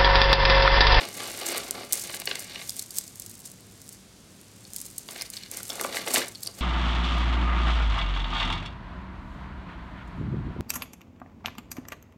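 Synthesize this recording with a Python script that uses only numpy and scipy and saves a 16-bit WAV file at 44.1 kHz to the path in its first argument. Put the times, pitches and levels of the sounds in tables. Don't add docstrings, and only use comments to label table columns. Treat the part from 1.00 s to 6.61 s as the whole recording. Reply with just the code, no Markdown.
import sys
import numpy as np
from scipy import signal
from scipy.fft import rfft, irfft
from scipy.io import wavfile
from scipy.ndimage import uniform_filter1d

SR = 44100
rng = np.random.default_rng(int(sys.argv[2]) if len(sys.argv) > 2 else 0)


def transcribe(u):
    v = np.clip(np.atleast_2d(u).T, -1, 1)
    q = np.round(v * 32767).astype(np.int16)
    wavfile.write(sys.argv[1], SR, q)


N = 247338
TIME_S = np.arange(N) / SR
CONTROL_S = TIME_S[::40]


def from_db(db):
    return 10 ** (np.asarray(db) / 20)


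def unit_rms(x):
    return x / np.sqrt(np.mean(x ** 2) + 1e-20)


def unit_energy(x):
    return x / np.sqrt(np.sum(x ** 2) + 1e-20)


def cut(x, hz, kind, order=2):
    return signal.sosfilt(signal.butter(order, hz, kind, fs=SR, output="sos"), x)


def pole_pair(hz, width_hz):
    r = np.exp(-np.pi * width_hz / SR)
    return [1, -2 * r * np.cos(2 * np.pi * hz / SR), r * r]


def resonate(x, hz, width_hz):
    poles = pole_pair(hz, width_hz)
    return signal.lfilter(np.array([1, 0, -1]) * (1 - poles[2]) / 2, poles, x + 1e-18)


def disperse(x, hz, width_hz):
    poles = pole_pair(hz, width_hz)
    return signal.lfilter(poles[::-1], poles, x)


def body(x, modes):
    return sum((-1) ** k * from_db(db) * resonate(x, hz, width_hz)
               for k, (hz, width_hz, db) in enumerate(modes))


def drift(knots_per_s):
    knots = rng.standard_normal(4096)
    return unit_rms(np.interp(TIME_S * knots_per_s, np.arange(len(knots)), knots))


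def steady(x, size=1800):
    power = np.maximum(uniform_filter1d(x ** 2, size), 0)
    return x / np.sqrt(power + np.mean(power) / 100)


def at_level(sound, db):
    return from_db(db) * np.sqrt(0.005 * SR) * unit_energy(sound)


def add(out, start_s, sound):
    start = round(start_s * SR)
    out[start:start + len(sound)] += sound[:max(N - start, 0)]


def gesture(start_s, length_s, db, attack_s, release_s):
    before = np.maximum(start_s - CONTROL_S, 0) / attack_s
    after = np.maximum(CONTROL_S - start_s - length_s, 0) / release_s
    return from_db(db - 20 * np.minimum(before + after, 10)) ** 2


# t/s, length/s, rub level/dB, drag re rub/dB
HAND_PULLS = [(0.0, 0.037, -36.5, -0.5), (0.076, 0.096, -47.5, -2.5), (0.186, 0.096, -40, -1),
              (0.306, 0.045, -43.5, -2.5), (0.389, 0.074, -38.5, -1), (0.496, 0.079, -34.5, -1.5),
              (0.616, .09, -45.5, 0.5), (0.75, 0.08, -43.5, 2), (0.916, 0.05, -43, -3),
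              (1.042, 0.16, -44.5, -4.5), (1.282, 0.039, -40.5, -5), (1.356, 0.035, -45.5, -2.5),
              (1.418, .09, -47.5, -10), (1.51, 0.11, -44, -8), (1.666, 0.12, -61, -3),
              (4.111, 0.059, -49, -2), (4.182, 0.04, -42.5, -9.5), (4.34, 0.12, -49.5, -16),
              (4.525, 0.068, -48, -3), (4.705, 0.062, -46, 3), (4.798, .1, -43.5, 2.5),
              (4.928, 0.084, -39, -2.5), (5.07, 0.049, -39, 2), (5.154, 0.048, -31, -1.5),
              (5.215, 0.022, -45, 0), (5.471, 0.0089, -58.5, 10), (5.579, .03, -49.5, -0.5)]
# t/s, length/s, jingle level/dB
STRAND_SWINGS = [(0.13, 0.25, -42), (0.464, 0.023, -29), (0.57, 0.096, -42.5), (0.947, 0.059, -32.5),
                 (1.037, 0.022, -38.5), (1.128, 0.026, -40.5), (1.277, .02, -42), (1.395, 0.011, -40.5),
                 (1.61, 0.13, -43.5), (1.773, 0.037, -37.5), (1.923, .05, -43.5), (1.961, .035, -37.5),
                 (2.032, 0.043, -47.5), (2.2, 0.048, -50), (2.3, 0.031, -50), (2.456, 0.014, -44),
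                 (2.92, 0.011, -49), (3.749, 0.12, -45), (3.99, 0.024, -48), (4.082, .17, -47.5),
                 (4.334, 0.026, -41.5), (4.519, 0.071, -41), (4.564, 0.011, -38), (4.644, 0.067, -42),
                 (4.805, 0.042, -37), (4.956, 0.014, -32.5), (5.075, 0.055, -34), (5.142, .035, -24.5),
                 (5.424, 0.025, -42), (5.56, .035, -47.5)]
# t/s, level/dB
LINK_STIR = [(0, -44.5), (0.85, -49), (1.1, -46), (1.6, -50.5), (1.9, -50), (2.45, -53.5), (2.65, -58),
             (2.88, -53), (3.1, -65.5), (3.5, -58.5), (3.75, -50), (4.45, -54.5), (4.7, -43), (5.35, -52),
             (5.6, -50.5)]

def handling():
    pull, weight = 0, 0
    for start_s, length_s, db, weight_db in HAND_PULLS:
        power = gesture(start_s, length_s, db, attack_s=0.033, release_s=0.079)
        pull += power
        weight += from_db(weight_db) ** 2 * power
    swing = from_db(np.interp(CONTROL_S, *np.transpose(LINK_STIR))) ** 2
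    for start_s, length_s, db in STRAND_SWINGS:
        swing += gesture(start_s, length_s, db, attack_s=0.027, release_s=0.06)
    drag = weight + from_db(-21.5) ** 2 * swing
    rub = pull + from_db(-16) ** 2 * swing
    jingle = swing + from_db(-6) ** 2 * pull
    return [np.interp(TIME_S, CONTROL_S, 10 * np.log10(power)) for power in (drag, rub, jingle)]


def contacts(per_s, spread_db, clump_db, clumps_per_s):
    sizes = from_db(spread_db * np.minimum(rng.exponential(1, N), 3.5)) * rng.choice([-1, 1], N)
    hits = rng.random(N) < per_s / SR
    return hits * sizes * from_db(clump_db * drift(clumps_per_s))


# f/Hz, width/Hz, gain/dB
TABLETOP_MODES = [(242.5, 59, -3.5), (350, 16.3, 4), (405.7, 32, 2), (530, 146, 0.5), (664, 125, 1.5),
                  (810, 144, -2.5), (1148, 79, -2), (1416, 200, -8)]

def mat_drag(slip, drag_db):
    force = slip * contacts(per_s=2200, spread_db=2.35, clump_db=1.95, clumps_per_s=200)
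    return from_db(drag_db - 0.5) * steady(body(force, TABLETOP_MODES))


# f/Hz, width/Hz, gain/dB
BEAD_MODES = [(1592, 174, -1), (1964, 210, -0.5), (2114, 150, 5), (2390, 500, -2), (2915, 130, 2),
              (3590, 490, -3), (4090, 300, 0), (4400, 360, 0), (5100, 720, -6.5), (5750, 220, -4.5)]

def bead_rub(slip, rub_db):
    force = slip * contacts(per_s=2400, spread_db=3.0, clump_db=1.9, clumps_per_s=240)
    return from_db(rub_db) * steady(cut(body(force, BEAD_MODES), 1520, "high"))


# f/Hz, width/Hz, gain/dB
JINGLE_MODES = [(5100, 2800, -1.5), (5650, 860, -13), (6380, 370, 2), (6850, 780, 0.5), (7550, 250, 4),
                (8240, 160, 5), (8760, 220, 4), (9450, 390, 1), (10500, 770, -1.5), (11400, 320, -3),
                (11960, 1300, -3.5), (12800, 400, -11), (14000, 1000, -7), (14600, 580, -20)]

def link_jingle(slip, jingle_db):
    per_s = 2600 * from_db(0.5 * (jingle_db + 45.5))
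    touches = slip * contacts(per_s, spread_db=3.1, clump_db=1.8, clumps_per_s=280)
    links = 0
    for hz, width_hz, db in JINGLE_MODES:
        gain = from_db(db + 0.95 * drift(45))
        links += gain * resonate(touches * rng.standard_normal(N), hz, width_hz)
    return from_db(jingle_db - 3) * steady(cut(links, 2900, "high"))


# f/Hz, relative density/dB
AIR_SPECTRUM = [(25, -12), (45, -21.5), (76, -14), (102, -8.5), (150, -8), (230, -9), (350, -12.5),
                (440, -16.5), (840, -23), (1740, -25.5), (2840, -25.5), (4800, -24), (8800, -26.5),
                (16000, -42)]
# f/Hz, width/Hz, gain/dB
HUM_BANDS = [(53, 5.7, -5.5), (102.7, 6.7, 0), (194.4, 10.4, -1.5)]

def room_tone(air_db=-52.5, hum_db=-58):
    hz, db = np.transpose(AIR_SPECTRUM)
    bins_hz = np.arange(N // 2 + 1) * SR / N
    colour = from_db(np.interp(np.log(bins_hz + 1e-9), np.log(hz), db))
    air = unit_rms(irfft(rfft(rng.standard_normal(N)) * colour, N))
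    hum = unit_rms(body(rng.standard_normal(N), HUM_BANDS))
    return from_db(air_db) * air + from_db(hum_db) * hum


# t/s, thud level/dB, clack level/dB, clack low-pass/Hz
MAT_KNOCKS = [(0.016, -51, -34.5, 3700), (0.2028, -41, -34.5, 5500), (1.096, -39, -34, 4300),
              (1.14, -42, -31.5, 4720), (1.217, -42.5, -35, 5300), (1.2729, -33.5, -22.5, 5100),
              (1.312, -33.5, -23.5, 4200), (1.3536, -41, -30, 4700), (1.5573, -46, -31, 4200),
              (1.6147, -46.5, -37, 3900), (4.0865, -40.5, -37.5, 6100), (4.1595, -49, -37, 5400),
              (4.2114, -45, -36, 9500), (4.602, -40.5, -58, 6700), (4.7957, -35, -31, 3200),
              (4.8113, -29.5, -43, 3900), (4.846, -23.5, -33, 2600), (4.9447, -31.5, -31.5, 3900),
              (4.968, -37, -24.5, 3350), (5.0733, -29.5, -29, 4500), (5.14, -28, -36, 11000),
              (5.151, -30, -26.5, 6300), (5.1581, -44, -18.5, 6100), (5.1687, -24.5, -25, 4300),
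              (5.2163, -45, -30, 4300)]

def mat_knocks(settle_s=0.0017, followers_db=3.5, size=1500):
    out, t = np.zeros(N), TIME_S[:size]
    damping = np.exp(-t / 0.069)
    for start_s, thud_db, clack_db, hardness_hz in MAT_KNOCKS:
        followers = rng.standard_normal(size) * (t > 0.0005) * np.exp(-t / settle_s)
        force = (t == 0) + from_db(followers_db) * unit_energy(followers)
        clack = cut(cut(body(force, BEAD_MODES), hardness_hz, "low"), 940, "high")
        thud = cut(body(force, TABLETOP_MODES), 460, "high")
        add(out, start_s, at_level(damping * clack, clack_db - 0.7))
        add(out, start_s, at_level(damping * thud, thud_db - 0.6))
    return out


def stray_touches(jingle_db, per_s=22, above_db=2, spread_db=2.5, max_db=-37.5, rattle_db=-6.5):
    times_s = np.cumsum(rng.exponential(1, 400)) / per_s
    levels_db = np.interp(times_s, TIME_S, jingle_db) + above_db
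    levels_db += spread_db * rng.standard_normal(len(times_s))
    return [(s, min(db, max_db), rattle_db) for s, db in zip(times_s, levels_db) if s < N / SR]


# t/s, level/dB, rattle re first touch/dB
BEAD_TOUCHES = [(0.1734, -38, -1), (0.3003, -40, -1), (0.52, -33, -5), (0.575, -31, -6), (0.5799, -28, -4),
                (0.7094, -23.5, -12), (0.925, -21, -6), (0.9316, -18, -13), (0.939, -28, 0),
                (0.9554, -32, -14), (1.0385, -37, -12), (1.146, -33, -17), (1.1588, -39, -14),
                (1.2, -33, -4), (1.256, -31.5, 1), (1.354, -34, 5), (1.394, -33.5, 0), (1.6946, -29, -14),
                (1.7047, -33.5, -9), (1.7659, -36, -3), (1.794, -29, -1), (1.824, -35.5, 2),
                (1.9065, -37, 9), (1.9695, -33, 3), (1.9843, -21, 2), (2.078, -40, 7), (2.1569, -42.5, -1),
                (2.1983, -33, -5), (2.2207, -38, -1), (2.2626, -37.5, -1), (2.297, -43, -1),
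                (2.3526, -44, 1), (2.458, -39, 2), (2.516, -43, 0), (2.8167, -44, -4), (2.891, -39, -2),
                (3.4136, -49, -7), (3.7346, -36.5, -11), (3.762, -29, 6), (3.784, -39, -8),
                (3.803, -38.5, -6), (3.8145, -34.5, -2), (3.863, -39, 6), (3.9806, -28, 16),
                (4.1093, -39.5, -4), (4.2213, -34, -8), (4.3013, -34.5, 4), (4.5146, -32.5, -10),
                (4.5714, -32, -2), (4.6315, -33.5, -7), (4.812, -27, -1), (5.063, -37, 10), (5.115, -33, 6),
                (5.1375, -27, -16), (5.1427, -21.5, -7), (5.149, -24, 3), (5.2814, -35, 3),
                (5.4324, -32, 7), (5.469, -37, -6)]

def bead_clicks(strays, bead_hz=8230, rattle_s=0.003, spread_hz=3800, size=700):
    out, t = np.zeros(N), TIME_S[:size]
    for start_s, db, rattle_db in BEAD_TOUCHES + strays:
        hz = bead_hz * np.exp(0.046 * rng.standard_normal())
        width_hz = 0.41 * hz
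        rattle = rng.standard_normal(size) * (rng.random(size) < 0.2)
        rattle *= np.exp(-t / rattle_s) * (t > 0.0003)
        force = (t == 0) + from_db(rattle_db) * unit_energy(rattle)
        ring = resonate(force, hz, width_hz)
        ratios = np.array([1.28, 1.65]) + 0.53 * rng.uniform(-1, 1, 2)
        for mode_hz in np.minimum(hz * ratios, 15500):
            ring -= from_db(-6.5) * resonate(force, mode_hz, width_hz)
        snap = from_db(-4.5) * cut(cut(force, 0.7 * hz, "high"), 14300, "low")
        click = cut(ring + snap, 3070, "high", order=4)
        wire = from_db(-8.5) * resonate(click, 8160, 340)
        click = disperse(click + wire, 13400, spread_hz)
        click = disperse(click, hz, 0.61 * spread_hz)
        add(out, start_s, at_level(click, db + 0.29))
    return out


# t/s, level/dB, f/Hz
RING_HITS = [(1.694, -29, 5100), (1.794, -34, 4370), (1.9062, -42, 4650), (3.6513, -46, 4500),
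             (4.0875, -38.5, 3470), (4.211, -32.5, 4940), (4.2202, -33, 5060), (4.262, -44, 4740),
             (4.337, -40, 4100), (4.3676, -34.5, 4300), (4.3719, -36.5, 4450), (4.435, -38, 4200),
             (4.7019, -31, 3320), (4.704, -32.5, 5330), (5.35, -40.5, 4560), (5.3548, -38, 4300),
             (5.4318, -37.5, 4570), (5.462, -37, 4650), (5.473, -27.5, 4680)]
# f/pitch, width/Hz, gain/dB
RING_PARTIALS = [(.84, 300, -11), (.96, 70, -7), (1.0, 222, 12), (1.33, 302, -12), (1.85, 350, -6)]

def ring_clinks(settle_s=0.0012, bounce_db=4, size=3000):
    out, t = np.zeros(N), TIME_S[:size]
    for start_s, db, pitch_hz in RING_HITS:
        bounces = rng.standard_normal(size) * (rng.random(size) < 0.15) * np.exp(-t / settle_s)
        force = (t == 0) + from_db(bounce_db) * unit_energy(bounces)
        modes = [(ratio * pitch_hz, width_hz, gain_db) for ratio, width_hz, gain_db in RING_PARTIALS]
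        ring = cut(body(force, modes), 3000, "high")
        add(out, start_s, at_level(ring, db + 0.55))
    return out


def reflections(x, t60_s=0.28, wet_db=-15, size=16000):
    t = TIME_S[:size]
    tail = cut(rng.standard_normal(size), 5000, "low", order=1)
    tail *= from_db(-60 * t / t60_s) * (t > 0.004)
    return from_db(wet_db) * signal.fftconvolve(x, unit_energy(tail))[:N]


def scene():
    drag_db, rub_db, jingle_db = handling()
    background = room_tone()
    slip = from_db(2.3 * drift(150))
    strands = mat_drag(slip, drag_db) + bead_rub(slip, rub_db) + link_jingle(slip, jingle_db)
    necklace = strands + ring_clinks() + mat_knocks() + bead_clicks(stray_touches(jingle_db))
    return (necklace + reflections(necklace) + background)[None, :]


def record(dry):
    thin = cut(dry, 36, "high", order=4)
    return signal.sosfilt(signal.ellip(10, 0.1, 80, 15950, fs=SR, output="sos"), thin)


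dry = scene()
out = record(dry)
transcribe(out)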